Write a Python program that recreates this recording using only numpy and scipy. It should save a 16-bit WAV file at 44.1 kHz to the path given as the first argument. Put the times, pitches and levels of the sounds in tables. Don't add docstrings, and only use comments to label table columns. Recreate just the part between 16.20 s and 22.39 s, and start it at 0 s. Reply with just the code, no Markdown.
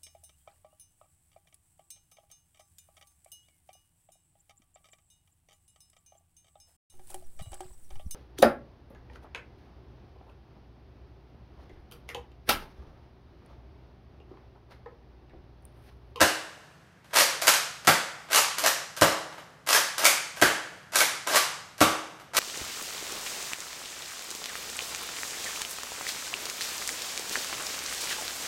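import sys
import numpy as np
from scipy import signal
from scipy.fft import rfft, irfft
from scipy.io import wavfile
from scipy.ndimage import uniform_filter1d

SR = 44100
rng = np.random.default_rng(int(sys.argv[2]) if len(sys.argv) > 2 else 0)


def ratio(d):
    e = np.asarray(d, float) / 20
    return 10 ** e


def output_pcm(signal):
    pcm = np.clip(np.atleast_2d(signal).T, -1, 1) * 32767
    wavfile.write(sys.argv[1], SR, np.round(pcm).astype(np.int16))


N = 272979

# pitch_hz, density_db_per_hz
HUSH_SPECTRUM = [(18, -43), (30, -13), (157, 0), (215, -8), (740, -17.5), (1720, -16.5), (2750, -25.5),
                 (13000, -44.5), (14800, -46), (16000, -41)]
# delay_ms, level_db
ECHOES = [(3.1, -7.5), (9.8, -6), (13.5, -8.5), (18.6, -9.5), (27, -15), (41, -16)]
# pitch_hz, t60_s
ROOM_DECAY = [(60, 0.15), (160, 0.3), (420, 0.56), (1100, 0.63), (2900, 0.59), (7700, 0.55), (14000, 0.29)]
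# pitch_hz, level_db
ROOM_COLOUR = [(60, 3.5), (250, -6), (1000, -2), (4000, 2), (9000, 1), (15000, 3)]
# pitch_hz, level_db, t60_s
STANDING_MODES = [(97, 4.5, 0.24), (164, -2, 0.23), (236.5, -4, 0.4), (315.7, -3.5, 0.59), (552.8, 1, 0.41),
                  (650, -9.5, 0.4), (702, -6.5, 0.34), (896, -1.5, 0.33), (1157, -2, 0.58),
                  (1260, -14.5, 0.24), (1605, 2.5, 0.25), (1970, -7.5, 0.58)]
# pitch_hz, level_db, t60_s
SHELL_MODES = [(605, -40, 0.019), (695, -1.5, 0.022), (937, 3, 0.012), (1234, 2, 0.014),
               (1350, 3.5, 0.0041), (1590, 6, 0.013), (2020, 2, 0.011), (2250, -1, 0.0037),
               (2930, 10.5, 0.0023)]
# pitch_hz, level_db, t60_s
TUBE_MODES = [(102, -9, 0.081), (163, 31, 0.07), (253, -17, 0.032), (293, 0, 0.041), (544, -15, 0.024)]
# pitch_hz, level_db
CRACK_SPECTRUM = [(300, -36), (1200, 4), (2500, 0.5), (3600, -2), (5000, 0), (7000, -2.5), (10000, -5.5),
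                  (13000, -8), (16000, -18)]
# start_s, end_s
STROKES = [(.838, .928), (.932, 1.022), (1.222, 1.27), (2.1, 2.195), (2.386, 2.46), (3.467, 3.58),
           (3.782, 3.843), (4.723, 4.83), (5.073, 5.155), (6.137, 6.19)]
STROKE_LEVELS = [-63.5, -33.5, -36.5, -30.5, -33.5, -28, -31, -30.5, -27.5, -29.5]
# start_s, crack_peak_db, shell_minus_crack_db
TICKS = [(0, -36, 21), (0.8438, -47, 9), (0.908, -45, 11.5), (1.017, -24, -12), (1.648, -26, 0.5),
         (2.087, -40, 12), (2.1024, -32, 10), (2.1874, -30, -2), (2.765, -23, -7), (2.7722, -22.5, 1),
         (3.125, -41, 13.5), (3.181, -38, 12), (3.4635, -26.5, -10), (4.163, -29, -13), (4.17, -28.5, 4.5),
         (4.197, -28.5, 5), (4.7203, -29, -4), (5.58, -27.5, -13), (5.588, -37, 8), (5.998, -38, 6),
         (.9303, -33, 12), (2.378, -32, 14), (3.777, -40, 19), (3.838, -27, 17), (5.066, -32, 13),
         (6.1343, -31, 9), (3.914, -18, -3), (1.337, -6.5, -7.5)]
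# start_s, crack_peak_db, shell_minus_crack_db, panel_hz
PULLS = [(.934, -19, 1, 1520), (.9408, -13, -5, 1440), (0.9531, -10, 0.5, 1590), (0.9597, -4, -3, 1560),
         (.9684, -2, -5.5, 905), (0.9851, 0, -6, 1590), (1.0004, -2, -9, 1640), (1.008, -5.5, 0.5, 613),
         (2.1106, -20, 5, 1420), (2.1186, -12, -6.5, 614), (2.1301, -4, -5, 1490), (2.1467, -1.5, -6, 1170),
         (2.1592, 0.5, -8.5, 2770), (2.1754, -2, -2, 875), (3.4723, -15.5, -1, 2060), (3.488, -5, -6, 1640),
         (3.5046, -7, -3, 1180), (3.5289, -0.5, -9, 2550), (3.5474, -2.5, -3, 1670), (3.56, -7, -5, 1870),
         (4.7349, -21, 4, 1520), (4.747, -14, -4, 1560), (4.7562, 0.5, -6.5, 1580), (4.7862, -4, -10, 1230),
         (4.8044, -3, -1.5, 2230), (4.813, -10, 2, 1545), (6.14, -32, 6, 675), (6.148, -18, 4, 1280),
         (6.1678, -.5, -14, 1580), (6.18, -16, 8.5, 1600)]
# start_s, crack_peak_db, shell_minus_crack_db, panel_hz
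PUSHES = [(1.2164, -15, -19, 1240), (1.2206, -11, -3.5, 670), (1.2494, -18, 0, 1500),
          (1.2704, -1.5, -6.5, 1553), (1.279, 3.5, -3.5, 1358), (2.3835, -9.5, -4.5, 1450),
          (2.4384, -10, 2, 685), (2.4463, -19.5, 13.5, 800), (2.4613, -1.5, -2.5, 1810),
          (2.4704, -7, -12, 1840), (3.7808, -9.5, -7, 2100), (3.7934, -18, 0, 590),
          (3.8442, -2.5, -23, 1350), (3.8521, 4, -5, 2300), (3.8634, -1.5, -4, 2440),
          (5.0719, -12, 0, 1020), (5.1364, -19, 2, 1170), (5.1457, -11, 6, 1110),
          (5.1572, -1.5, -8.5, 1100), (5.163, -8, 1, 1183), (5.169, -6.5, 2, 1580), (5.177, -25, -2, 1610)]
# start_s, crack_peak_db, shell_minus_crack_db
CATCHES = [(.0055, -6, 3.5), (1.6716, -0.5, -9), (2.812, -2.5, -6), (4.2145, -4, -2.5), (5.6058, -4.5, -4)]
# rattle_ms, snap_minus_crack_db
KNOCK_KINDS = [
    (3.05, -1.5),
    (3.04, 1),
    (2.6, -3.5),
    (4.3, -10),
]
SLAM_TIMES = [.0133, 1.6772, 2.82, 4.222, 5.6132]
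# blow_db, shell_shudder_db, air_thump_db, crack_db
SLAM_LEVELS = [(-11.5, -6, -32, -11.5), (-17, -3, -20.5, -12.5), (-6, -7, -17, -12.5), (-15, -5, -29, -13),
               (-7, -5, -22, -13)]
# delay_ms, level_db
REBOUNDS = [
    (0, 4),
    (2.8, -2),
    (9.3, -7.5),
    (14, -17),
    (24, -44),
]
# first_hz, first_db, second_hz, second_db
GRIPS = [(620, -9.5, 1000, -6.5), (775, -12.5, 1350, -13.5), (600, -10, 1770, -24), (1560, -14, 380, -6.5),
         (800, -16, 300, -9)]


def unit(x):
    return x / np.sqrt(np.sum(x ** 2))


def along(table, hz):
    point_hz, value = np.transpose(table)
    return np.interp(np.log(np.maximum(hz, 1)), np.log(point_hz), value)


def colour(x, table, size=512):
    cepstrum = irfft(np.log(ratio(along(table, np.fft.rfftfreq(size, 1 / SR)))))
    cepstrum[1:size // 2] *= 2
    cepstrum[size // 2 + 1:] = 0
    response = irfft(np.exp(rfft(cepstrum)))
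    return signal.oaconvolve(x, unit(response))[:len(x)]


def thin(x, hz):
    return signal.sosfilt(signal.butter(3, hz, "high", fs=SR, output="sos"), x)


def ring(x, modes):
    t = np.arange(SR // 2) / SR
    response = 0
    for hz, db, t60_s in modes:
        response = response + ratio(db) * np.sin(2 * np.pi * hz * t) * ratio(-60 * t / max(t60_s, 1e-3))
    return signal.oaconvolve(x, unit(response))[:len(x)]


def strike(start_s, gains, rattle_ms, spiky=.8, size=1024, count=6):
    t = np.arange(size) / SR
    fade = np.exp(-1000 * t / np.clip(rattle_ms, .3, 5)[:, None])
    fade = fade * (1 - np.exp(-t / 0.00045))
    contacts = rng.standard_normal((len(start_s), size))
    fade = fade * abs(contacts) ** spiky
    for _ in range(count):
        tones = rfft(np.sign(contacts) * fade)
        contacts = irfft(tones / abs(tones))
    contacts = contacts * np.sqrt(np.sum(fade ** 2, 1, keepdims=True))
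    out = np.zeros(N + size)
    first = np.maximum(start_s * SR, 0).astype(int)
    np.add.at(out, first[:, None] + np.arange(size), gains[:, None] * contacts)
    return out[:N]


def hush():
    hz = np.fft.rfftfreq(N, 1 / SR)
    noise = irfft(rfft(rng.standard_normal(N)) * ratio(along(HUSH_SPECTRUM, hz)), N)
    return unit(noise) * np.sqrt(N) * ratio(-57.5)


def stored(power, t60_s, step_s):
    keep = ratio(-120 * step_s / np.maximum(t60_s, .004)) + np.zeros(len(power))
    return np.array([signal.lfilter([1 - k], [1, -k], row) for k, row in zip(keep, power)])


def room(x, size=384, count=96):
    room_db, build_s = 0.96, 0.0027
    far_db, far_t60_s = -13.5, 1.55
    standing_db = -15.0
    step_s = count / SR

    early = np.zeros(SR // 10)
    early[0] = 1
    for delay_ms, db in ECHOES:
        early[int(delay_ms * SR / 1000)] += ratio(db)

    grid = dict(fs=SR, nperseg=size, noverlap=size - count)
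    hz, _, tones = signal.stft(x, **grid)
    power = uniform_filter1d(abs(tones) ** 2, size=3, axis=0)
    power = stored(power, 7 * build_s, step_s)
    near_gain = ratio(2 * (room_db + along(ROOM_COLOUR, hz)))
    near = near_gain[:, None] * stored(power, along(ROOM_DECAY, hz), step_s)
    dull = 1 / (1 + (hz / 6000) ** 2) / (1 + (400 / np.maximum(hz, 1)) ** 4)
    far = ratio(2 * far_db) * dull[:, None] * stored(power, far_t60_s, step_s)

    noise = signal.stft(rng.standard_normal(N), **grid)[2]
    noise = noise / np.sqrt(np.mean(abs(noise) ** 2))
    field = signal.istft(noise * np.sqrt(near + far), **grid)[1]
    field = np.r_[np.zeros(size // 2 + count), field][:N]
    return signal.oaconvolve(x, early)[:N] + ratio(standing_db) * ring(x, STANDING_MODES) + field


def strokes():
    t = np.arange(N) / SR
    load = np.zeros(N)
    for (start_s, end_s), db in zip(STROKES, STROKE_LEVELS):
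        load += ratio(db) * np.interp(t, [start_s, end_s, end_s + .004], [.2, 1, 0], left=0)
    grain_db = 2.05 * rng.exponential(size=(2, N)) - 5.5
    grains = load * rng.standard_normal((2, N)) * ratio(grain_db)
    return thin(colour(grains[0], CRACK_SPECTRUM) + ratio(0.5) * ring(grains[1], SHELL_MODES), 330)


def clacks():
    knocks = [row[:3] for row in PULLS + PUSHES] + CATCHES + TICKS
    start_s, crack_db, shell_db = np.transpose(knocks)
    counts = [len(kind) for kind in (PULLS, PUSHES, CATCHES, TICKS)]
    rattle_ms, snap_db = np.repeat(KNOCK_KINDS, counts, axis=0).T
    crack = colour(strike(start_s, ratio(crack_db - 9.5), rattle_ms), CRACK_SPECTRUM)
    snap = strike(start_s, ratio(crack_db + snap_db - 7.5), rattle_ms / 3)
    snap = thin(colour(snap, CRACK_SPECTRUM), 4300)
    shell = ring(strike(start_s, ratio(crack_db + shell_db - 9), rattle_ms), SHELL_MODES)
    return thin(crack + snap + shell, 441)


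def panels(t60_s=0.035, size=2048):
    start_s, crack_db, shell_db, hz = np.transpose(PULLS + PUSHES)
    t = np.arange(size) / SR
    gains = ratio(crack_db + shell_db - 12.5)
    rings = gains[:, None] * np.sin(2 * np.pi * hz[:, None] * t) * ratio(-60 * t / t60_s)
    rings = rings * (1 - np.exp(-t / 0.00062))
    out = np.zeros(N + size)
    np.add.at(out, (start_s * SR).astype(int)[:, None] + np.arange(size), rings)
    return out[:N]


def slams():
    recoil_db = -2
    blow_db, shudder_db, thump_db, crack_db = np.transpose(SLAM_LEVELS)[:, :, None]
    delay_ms, fall_db = np.transpose(REBOUNDS)
    slam_s = np.array(SLAM_TIMES)
    hit_s = (slam_s[:, None] + delay_ms / 1000).ravel()

    blows, shove = np.zeros((2, N))
    np.add.at(blows, (hit_s * SR).astype(int), ratio(blow_db + fall_db).ravel())
    shove[(slam_s * SR).astype(int)] = -ratio(thump_db.ravel())
    catch_s = np.transpose(CATCHES)[0]
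    shove[(catch_s * SR).astype(int)] = -ratio(thump_db.ravel() + recoil_db)

    push = -signal.oaconvolve(blows, unit(np.hanning(22)))[:N]
    shudder = strike(hit_s - .001, ratio(shudder_db + fall_db - 7).ravel(), np.full(len(hit_s), 4.0))
    shudder = thin(shudder, 416)
    crack = strike(hit_s, ratio(crack_db + fall_db - 1.5).ravel(), np.full(len(hit_s), 2.5))

    body = ring(ratio(2.0) * push + shudder, SHELL_MODES)
    for start_s, grip in zip(SLAM_TIMES, GRIPS):
        span = slice(int(start_s * SR) - 100, int(start_s * SR) + SR // 10)
        drive = push[span] + shudder[span]
        for hz, db in (grip[:2], grip[2:]):
            body[span] += ratio(db) * ring(drive, [(hz, 0, .03)])
    thump = thin(thin(ratio(16) * ring(shove, TUBE_MODES), 92), 92)
    return thin(body, 94) + thump + colour(crack, CRACK_SPECTRUM)


def scene():
    blaster = clacks() + panels() + slams() + strokes()
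    return (room(blaster) + hush())[None]


def roll_off(x):
    return signal.sosfilt(signal.butter(12, 16400, fs=SR, output="sos"), x)


def record(dry):
    ceiling, top_hz = .8, 15250
    rounded = ceiling * np.tanh(thin(dry, 55) / ceiling)
    top_cut = signal.ellip(8, .3, 45, top_hz, fs=SR, output="sos")
    return roll_off(signal.sosfilt(top_cut, rounded))


dry = scene()
out = record(dry)
output_pcm(out)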